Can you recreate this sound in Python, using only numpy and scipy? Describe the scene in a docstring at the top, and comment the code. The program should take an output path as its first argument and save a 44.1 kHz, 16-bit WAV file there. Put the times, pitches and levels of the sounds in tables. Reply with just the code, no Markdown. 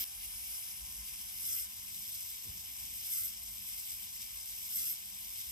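"""Bright hiss of gear teeth in a hand-held mechanical claw, driven by a tiny three-pole motor: noise through
shell resonances. At each jaw closing the motor labours and slows, and the teeth sing clean shaft-locked sines.
Beneath: low room rumble (shaped noise), a swelling drone and a faint hum. Once, a soft thump on the bench
(pulses into decaying modes); later a faint tone in two swells (gliding sine). Two microphone ports.
The first 44 ms are heard from closer, louder and brighter.
"""
import sys
import numpy as np
from scipy import signal
from scipy.fft import rfft, irfft
from scipy.io import wavfile

SR = 44100
rng = np.random.default_rng(int(sys.argv[2]) if len(sys.argv) > 2 else 0)


def log_audio(samples):
    """Write samples as a 16-bit WAV file to the path given in sys.argv[1]."""
    # one column per channel
    frames = np.atleast_2d(samples).T
    # limit to full scale, then quantise
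    limited = np.clip(frames, -1, 1)
    pcm = np.round(limited * 32767).astype(np.int16)
    wavfile.write(sys.argv[1], SR, pcm)


N = 242991
T_S = np.arange(N) / SR
HZ = np.fft.rfftfreq(N, 1 / SR)[1:]   # DC left out

# Shaft-locked lines, 3 poles and 9 pinion teeth: multiple of shaft speed/1,
# line amplitude re rattle rms, running free/dB, labouring/dB
SHAFT_LINES = [(3, -13, -8), (4, -15.5, -13), (5, -26, -23), (6, -25, -12.5), (7, -21, -30), (8, -27, -30),
               (9, -19, -14.5), (10, -24, -25), (11, -23, -21), (12, -27, -20), (13, -27, -23),
               (14, -32, -23), (15, -30, -16.5), (18, -30, -20), (20, -35, -23), (21, -35, -18),
               (23, -23, -21), (24, -35, -20), (27, -35, -13), (30, -35, -20), (33, -35, -15),
               (36, -35, -13), (39, -35, -16), (42, -35, -18), (45, -35, -19), (48, -35, -19),
               (51, -35, -15.5), (52, -35, -19), (55, -35, -19), (57, -32, -12), (60, -30, -14.5)]
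# Rattle throb with the turning parts: multiple of shaft speed/1, depth free/dB, depth labouring/dB
RATTLE_THROBS = [(.36, .5, 1.5), (1, .4, .7), (2, .6, .4), (3, .9, 1.2), (9, .3, 2.2)]
# Shell radiation slope: f/Hz, gain/dB
SHELL_SLOPE = [(300, -37.5), (600, -25.5), (1000, -18.5), (1400, -23.5), (1850, -14.5), (2100, -6),
               (3000, 2.5), (4300, -5.5), (7200, -6), (8600, -1.5), (10400, -4.5), (12000, 1),
               (13500, -1.5), (14600, -6.5), (15500, -22)]
# Shell resonances: f/Hz, width/Hz, gain above slope/dB
SHELL_RESONANCES = [(2110, 110, 4), (2600, 99, 0), (5205, 520, 11.5), (5990, 510, 6.5), (6510, 250, 4),
                    (8012, 996, 16.5), (9160, 810, -8.5), (13900, 390, -1)]
# Two microphone ports: f/Hz, right re left/dB, right leads by/turns, likeness/0-1
PORT_DIFFERENCES = [(300, 0, -.05, .7), (750, -1.5, -.23, .85), (1100, -1, -.17, .75),
                    (1600, -1.5, -.1, .6), (2400, -4, -.17, .65), (3200, -9, -.38, .6),
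                    (4200, -7, -.75, .2), (4900, -1, -1.0, .9), (5300, -5, -.93, .8), (5750, -3, -.65, .35),
                    (6400, -1, -.83, .6), (7100, -2, -.55, .4), (7900, -2, -.58, .92), (8350, 0, -.5, 1),
                    (9100, 0, -.5, 1), (10500, 0, -.33, .65), (12500, 0, -.09, .85), (12950, 0, 0, 1)]
# Rumble spectrum shape: f/Hz, relative level per Hz/dB
RUMBLE_SPECTRUM = [(30, -9), (50, -10.5), (80, -1), (105, -2), (140, -9.5), (200, -8.5), (300, -16.5),
                   (470, -27), (600, -36), (800, -58)]
# Rumble likeness between ports: f/Hz, likeness/0-1
RUMBLE_LIKENESS = [(60, 0.75), (200, 0.82), (600, 0.03)]
# Faint tone, two swells: t/s, f/Hz, level/dB
FAINT_TONE_TRACK = [(3.36, 670, -100), (3.39, 683, -74), (3.42, 710, -73), (3.45, 696, -85),
                    (3.485, 716, -70), (3.52, 710, -95), (3.6, 710, -100)]
# Contacts on the bench: t/s, level/dB, hardness/(dB per octave)
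BENCH_CONTACTS = [(2.45, -61, 2.5), (2.468, -59.5, 3), (2.489, -51, -5.5), (2.546, -58.5, -2),
                  (2.585, -62.5, -4)]
# Bench-top modes: f/Hz, level/dB, t60/s
BENCH_MODES = [(54.6, -8, 0.25), (72, -1.5, 0.15), (125, -2, 0.13), (169.5, -5, 0.46), (192, -11, 0.31),
               (312, -11.5, 0.17), (427, -8, 0.1)]
# Gain of the closer sound over the farther one: f/Hz, gain/dB
CLOSER_GAIN = [(60, 6.5), (120, 2), (250, 19), (600, 4), (1500, 5), (3500, 10.5), (7000, 8), (11000, 4),
               (13000, 17), (15000, 20)]
# Frequency bands of the claw sound, flickering partly together and partly apart: upper edge f/Hz,
# slope/(dB per unit sheen), slope/(dB per unit load), share of treble level/0-1
CLAW_BANDS = [(1116, 1.5, -6.5, 0), (1754, 3.5, 5, 0), (3260, 0.86, -4, 0), (4730, -1.5, -4.5, 0.48),
              (7680, -0.5, -0.5, 0.16), (8800, -4.5, 0, 0.4), (9220, -6, 10, 0.37), (10350, 11.5, -1, 1),
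              (20000, -1.3, -2.5, 0.86)]
# Deep drone resonance: f/Hz, width/Hz
DRONE_RESONANCE = (52.5, 24)
# Jaw closings: t/s, slowest speed/(turns/s), mid-band strain/dB, treble strain/dB, squeal on the way
# down and up/dB, squeal at the slowest/dB, upper squeal/dB, pole hum/dB
JAW_CLOSINGS = [(-0.12, 222, 0, 0, -5, -15, -10, 0), (1.534, 222, 1, -1.5, -8, -4, -7, -1.5),
                (3.188, 224, -.5, 0, -4, -24, -3, -2), (4.83, 221.6, -.7, 0, -2.5, -24, -10, -3)]
# Shaft slow-down over a cycle: t from closing/s, share of slow-down/1 (< 0: freed motor overshoots)
SHAFT_SLOWING = [(-.4, -.04), (-.2, 0), (-.15, .03), (-.11, .17), (-.08, .39), (-.055, .65), (-.03, .89),
                 (0, 1), (.03, .87), (.055, .75), (.08, .53), (.11, .29), (.15, 0), (.22, -.11), (.33, -.1),
                 (.45, 0), (.6, .06), (.77, .03), (.9, -.04), (1.05, -.09), (1.26, -.04)]
# Rattle over a cycle (strain, slack, jaws open): t from closing/s, mid-band level/dB, treble level/dB
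RATTLE_LEVELS = [(-.4, -44.5, -39.5), (-.16, -44.5, -37.5), (-.07, -42.5, -31), (-.02, -40, -32),
                 (.07, -42, -32.5), (0.152, -45.5, -42), (.32, -46.5, -41), (.42, -45.5, -39),
                 (.65, -44, -36.5), (.85, -45, -40), (1.1, -45.5, -41), (1.26, -46, -40.5)]
# Brief flares of the rattle: t/s, rise/dB
RATTLE_FLARES = [(.24, 3.5), (1.09, 3), (1.96, 1), (3.69, 1.5), (4.22, 4), (5.401, 3)]
# Colour drift from 9-11 kHz towards 5-8 kHz: t/s, sheen/0-1
SHEEN_TRACK = [(0, 1), (.7, 1), (1.0, 0.85), (1.7, 0.57), (2.0, 0), (3.5, 0.2), (5.51, 0.23)]
# Drone swells: t/s, level above rest/dB
DRONE_SWELLS = [(.19, 11), (.83, 14.5), (1.2, 8.5), (1.5, 6.5), (1.89, -2), (2.8, 7), (3.45, 7.5),
                (3.92, 8), (4.3, 4.5), (4.591, 1), (5.26, 4.5), (5.5, 8)]

FREE_TURNS_PER_S, LABOURING_TURNS_PER_S = 257, 224
CYCLE_LEAD_S = .4   # a cycle starts this long before the jaws meet
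MESH_PLAY_TURNS = .0017   # play between teeth, blurs the high lines
STUTTER_TURNS, HIGHEST_HUM_MULTIPLE = .012, 7
SQUEAL_MULTIPLE, UPPER_MULTIPLE = 54, 63   # six and seven times the tooth rate
SQUEAL_LOUDEST_HZ, SQUEAL_RANGE_HZ, SQUEAL_SLOWEST_POWER = 12850, 520, 3.0
FLARE_S = 0.02
DULL_DB, DULL_BELOW_HZ = -40, 2100   # lowest bands: base level does not follow the cycle
FINE_SPACING_HZ, FINE_DB, FINE_UP_TO_HZ = 35, 2.4, 8000   # fine random ripple of the shell response
CLOSER_UNTIL_S, CLOSER_FADE_S = 0.0442, 0.003
RUMBLE_DB, RUMBLE_WANDER_DB, DRONE_DB = -68, 1.4, -68.5
SWELL_RISE_DB_PER_S, SWELL_FALL_DB_PER_S, RUMBLE_DB_PER_SWELL_DB = 112, 27, 0.098
AFTER_THUMP_DB, AFTER_THUMP_S = 9.5, 0.3
HUM_HZ, HUM_DB, HUM_WAVER_DB = 194.5, -76.5, 4
CUTOFF_HZ = 15750


def amp(db):
    """dB to amplitude ratio."""
    return 10 ** (np.asarray(db) / 20)


def rms_one(x):
    """Scale to rms 1."""
    return x / np.sqrt(np.mean(x ** 2))


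def in_time(rows):
    """Table columns interpolated at every sample."""
    s, *columns = np.transpose(rows)
    return [np.interp(T_S, s, column) for column in columns]


def over_hz(rows):
    """Table columns interpolated over log frequency."""
    hz, *columns = np.transpose(rows)
    return [np.interp(np.log(HZ), np.log(hz), column) for column in columns]


def shaped(x, response):
    """Filter by a complex frequency response."""
    return irfft(rfft(x) * np.append(0, response), N)


def resonance(hz, width_hz):
    """Bell over frequency, peak 1, half height at half a width from centre."""
    return 1 / (1 + (2 * (HZ - hz) / width_hz) ** 2)


def sine(turns):
    """Sine of a phase in turns."""
    return np.sin(2 * np.pi * turns)


def drift(rate_hz):
    """Slow chance: noise twice low-passed, run in for 0.5 s, rms 1."""
    r = np.exp(-2 * np.pi * rate_hz / SR)
    noise = rng.standard_normal(N + SR // 2)
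    return rms_one(signal.lfilter([1], [1, -2 * r, r * r], noise)[SR // 2:])


def cycle():
    """Time from the current closing, and that closing's columns, at every sample."""
    t_s = np.maximum(T_S, CLOSER_UNTIL_S)   # cycle stands still until then
    rows = np.array(JAW_CLOSINGS)
    current = rows[np.searchsorted(rows[:, 0] - CYCLE_LEAD_S, t_s) - 1]
    return t_s - current[:, 0], *current[:, 1:].T


def tooth_rattle(turns, load):
    """Uneven teeth: two unrelated noises under one throb locked to the shaft."""
    throb_db = 0
    for k, free_db, hard_db in RATTLE_THROBS:
        depth_db = free_db + (hard_db - free_db) * load
        throb_db = throb_db + depth_db * np.cos(2 * np.pi * (k * turns + rng.random()))
    return rng.standard_normal((2, N)) * amp(throb_db + 1.0 * drift(1200))


def tooth_squeal(turns, speed, slowing, load, flank_db, bottom_db, upper_db):
    """Tooth-rate harmonics: one sings in a band the shell favours and when slowest, one grows with load."""
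    in_range = np.exp(-((SQUEAL_MULTIPLE * speed - SQUEAL_LOUDEST_HZ) / SQUEAL_RANGE_HZ) ** 2)
    at_slowest = np.clip(slowing, 0, 1) ** SQUEAL_SLOWEST_POWER
    level = amp(flank_db) * in_range + amp(bottom_db) * at_slowest
    squeal = level * amp(2.5 * drift(60)) * sine(SQUEAL_MULTIPLE * turns)
    upper = amp(upper_db + 2 * drift(40)) * load ** 2 * sine(UPPER_MULTIPLE * turns)
    return squeal + upper


def shaft_lines(turns, load, hum_db):
    """Poles and teeth sing sines at multiples of shaft speed."""
    stutter_turns = STUTTER_TURNS * load * drift(23)   # labouring armature stumbles, blurs its hum
    out = 0
    for k, free_db, hard_db in SHAFT_LINES:
        is_hum = k <= HIGHEST_HUM_MULTIPLE
        level_db = free_db + (hard_db - free_db) * np.minimum(1.4 * load, 1)
        level_db = level_db + is_hum * hum_db * load
        level_db = level_db + min(2 + k / 12, 3) * drift(15)
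        out = out + amp(level_db) * sine(k * (turns + is_hum * stutter_turns) + rng.random())
    return out


def band_levels(force, since_s, load, mid_strain_db, treble_strain_db):
    """Split the force into bands; set each level by cycle, sheen, load, shared and separate flicker."""
    s, mid_db, treble_db = np.transpose(RATTLE_LEVELS)
    flare_db = sum(db * np.exp(-((T_S - at_s) / FLARE_S) ** 2) for at_s, db in RATTLE_FLARES)
    mid_db = np.interp(since_s, s, mid_db) + flare_db + mid_strain_db * load
    treble_db = np.interp(since_s, s, treble_db) + flare_db + treble_strain_db * load
    sheen, = in_time(SHEEN_TRACK)
    together = drift(15.0)
    spectrum = rfft(force)
    out, below = 0, 0
    for edge_hz, sheen_db, load_db, share in CLAW_BANDS:
        low_pass = np.append(1, 1 / (1 + (HZ / edge_hz) ** 30))
        base_db = mid_db + share * (treble_db - mid_db) if edge_hz > DULL_BELOW_HZ else DULL_DB
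        flicker_db = 0.47 * together + 0.73 * drift(22) + 0.64 * drift(23)
        level_db = base_db + sheen_db * sheen + load_db * load + flicker_db
        out = out + irfft(spectrum * (low_pass - below), N) * amp(level_db)
        below = low_pass
    return out


def motor():
    """Shaft slows under load; returns rattle + lines, unrelated rattle, and lines as force on the shell."""
    (since_s, slowest, mid_strain_db, treble_strain_db,
     flank_db, bottom_db, upper_db, hum_db) = cycle()
    slowing = np.interp(since_s, *np.transpose(SHAFT_SLOWING))
    speed = FREE_TURNS_PER_S - (FREE_TURNS_PER_S - slowest) * slowing
    slowed = (FREE_TURNS_PER_S - speed) / (FREE_TURNS_PER_S - LABOURING_TURNS_PER_S)
    load = np.clip(slowed, 0, 1) ** .7
    uneven_speed = speed * (1 + .0016 * drift(30) + .002 * drift(4))
    turns = np.cumsum(uneven_speed) / SR + MESH_PLAY_TURNS * drift(150)
    rattle = tooth_rattle(turns, load)
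    lines = tooth_squeal(turns, speed, slowing, load, flank_db, bottom_db, upper_db)
    lines = lines + shaft_lines(turns, load, hum_db)
    force = np.array([rattle[0] + lines, rattle[1], lines])
    return band_levels(force, since_s, load, mid_strain_db, treble_strain_db)


def shell_response():
    """Radiation slope plus resonances plus a fine random ripple up to about 8 kHz, as amplitude."""
    slope_db, = over_hz(SHELL_SLOPE)
    modes_db = sum(db * resonance(hz, width_hz) for hz, width_hz, db in SHELL_RESONANCES)
    ripple_hz = np.arange(0, SR / 2, FINE_SPACING_HZ)
    fine_db = FINE_DB * np.interp(HZ, ripple_hz, rng.standard_normal(len(ripple_hz)))
    fine_db = fine_db * (HZ > DULL_BELOW_HZ) / (1 + (HZ / FINE_UP_TO_HZ) ** 4)
    return amp(slope_db + modes_db + fine_db)


def claw():
    """Shell colours the force; the ports differ in level, phase and likeness of the rattle."""
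    force, scattered, lines = motor()
    shell = shell_response()
    right_db, lead_turns, alike = over_hz(PORT_DIFFERENCES)
    path = shell * amp(right_db) * np.exp(2j * np.pi * lead_turns)
    right = shaped(force, path * alike)
    right = right + shaped(scattered, path * np.sqrt(1 - alike ** 2))
    right = right + shaped(lines, path * (1 - alike))   # lines stay whole
    return np.array([shaped(force, shell), right])


def closer_start(far):
    """The first 44 ms sound closer, louder and brighter; a 3 ms crossfade leads to the farther sound."""
    closer = np.clip((CLOSER_UNTIL_S - T_S) / CLOSER_FADE_S, 0, 1)
    return far * (1 - closer) + shaped(far, amp(over_hz(CLOSER_GAIN)[0])) * closer


def rumble(swell_db):
    """Low noise, partly alike in both ports; follows the drone slightly, stirred by the thump."""
    colour = amp(over_hz(RUMBLE_SPECTRUM)[0])
    alike = np.clip(over_hz(RUMBLE_LIKENESS)[0], 0, 1)
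    mid, side = rng.standard_normal((2, N))
    mid = shaped(mid, colour * np.sqrt(1 + alike))
    side = shaped(side, colour * np.sqrt(1 - alike))
    after_s = T_S - BENCH_CONTACTS[0][0]
    stirred_db = AFTER_THUMP_DB * np.exp(-np.abs(after_s) / AFTER_THUMP_S) * (after_s > 0)
    level_db = RUMBLE_DB + RUMBLE_DB_PER_SWELL_DB * swell_db + stirred_db
    level_db = level_db + RUMBLE_WANDER_DB * drift(2.4)
    return amp(level_db) * rms_one(mid + side * [[1], [-1]])


def drone(swell_db):
    """Noise through one resonance: a wavering deep tone that swells and dies away."""
    tone = rms_one(shaped(rng.standard_normal(N), resonance(*DRONE_RESONANCE)))
    return amp(DRONE_DB + swell_db) * tone


def machine_hum():
    """Distant machine tone: sine with slowly drifting level and phase."""
    level_db = HUM_DB + HUM_WAVER_DB * drift(1.7)
    return amp(level_db) * np.sin(2 * np.pi * HUM_HZ * T_S + drift(2.8))


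def thump():
    """Soft contacts ring the bench-top modes, each strength slightly random; low-passed at 470 Hz."""
    at_s, contact_db, hardness_db = np.transpose(BENCH_CONTACTS)
    at = np.round(at_s * SR).astype(int)
    out = 0
    for k, (hz, mode_db, t60_s) in enumerate(BENCH_MODES):
        blow_db = contact_db + mode_db + hardness_db * np.log2(hz / 128)
        blow_db = blow_db + rng.normal(0, 1.1, len(at))
        blows = np.zeros(N) + 1e-18   # avoids denormals
        blows[at] = (-1) ** (k // 2 + 1) * amp(blow_db)
        r = amp(-60 / (t60_s * SR))
        w = 2 * np.pi * hz / SR
        out = out + signal.lfilter([0, np.sin(w)], [1, -2 * r * np.cos(w), r * r], blows)
    return signal.sosfilt(signal.butter(4, 470, fs=SR, output="sos"), out)


def faint_tone():
    """Sine of gliding pitch that rises briefly, in two swells."""
    hz, level_db = in_time(FAINT_TONE_TRACK)
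    return amp(level_db) * sine(np.cumsum(hz) / SR)


def room():
    """Rumble, drone, hum and faint tone; right port 1.6 dB above left."""
    swells_db = []
    for s, db in DRONE_SWELLS:
        ramp_db = np.maximum(SWELL_RISE_DB_PER_S * (s - T_S), SWELL_FALL_DB_PER_S * (T_S - s))
        swells_db.append(db - ramp_db)
    swell_db = np.max(swells_db, axis=0).clip(0)
    tones = drone(swell_db) + machine_hum() + faint_tone()
    return (rumble(swell_db) + tones) * amp([[-.8], [.8]])


def scene():
    """Claw and room with the closer start; thump added alike to both ports."""
    return closer_start(claw() + room()) + thump()


def record(dry):
    """Microphone drops the deepest bass; the top is cut."""
    dry = signal.sosfilt(signal.butter(3, 38, "high", fs=SR, output="sos"), dry)
    return signal.sosfilt(signal.ellip(10, .5, 70, CUTOFF_HZ, fs=SR, output="sos"), dry)


dry = scene()
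out = record(dry)
log_audio(out)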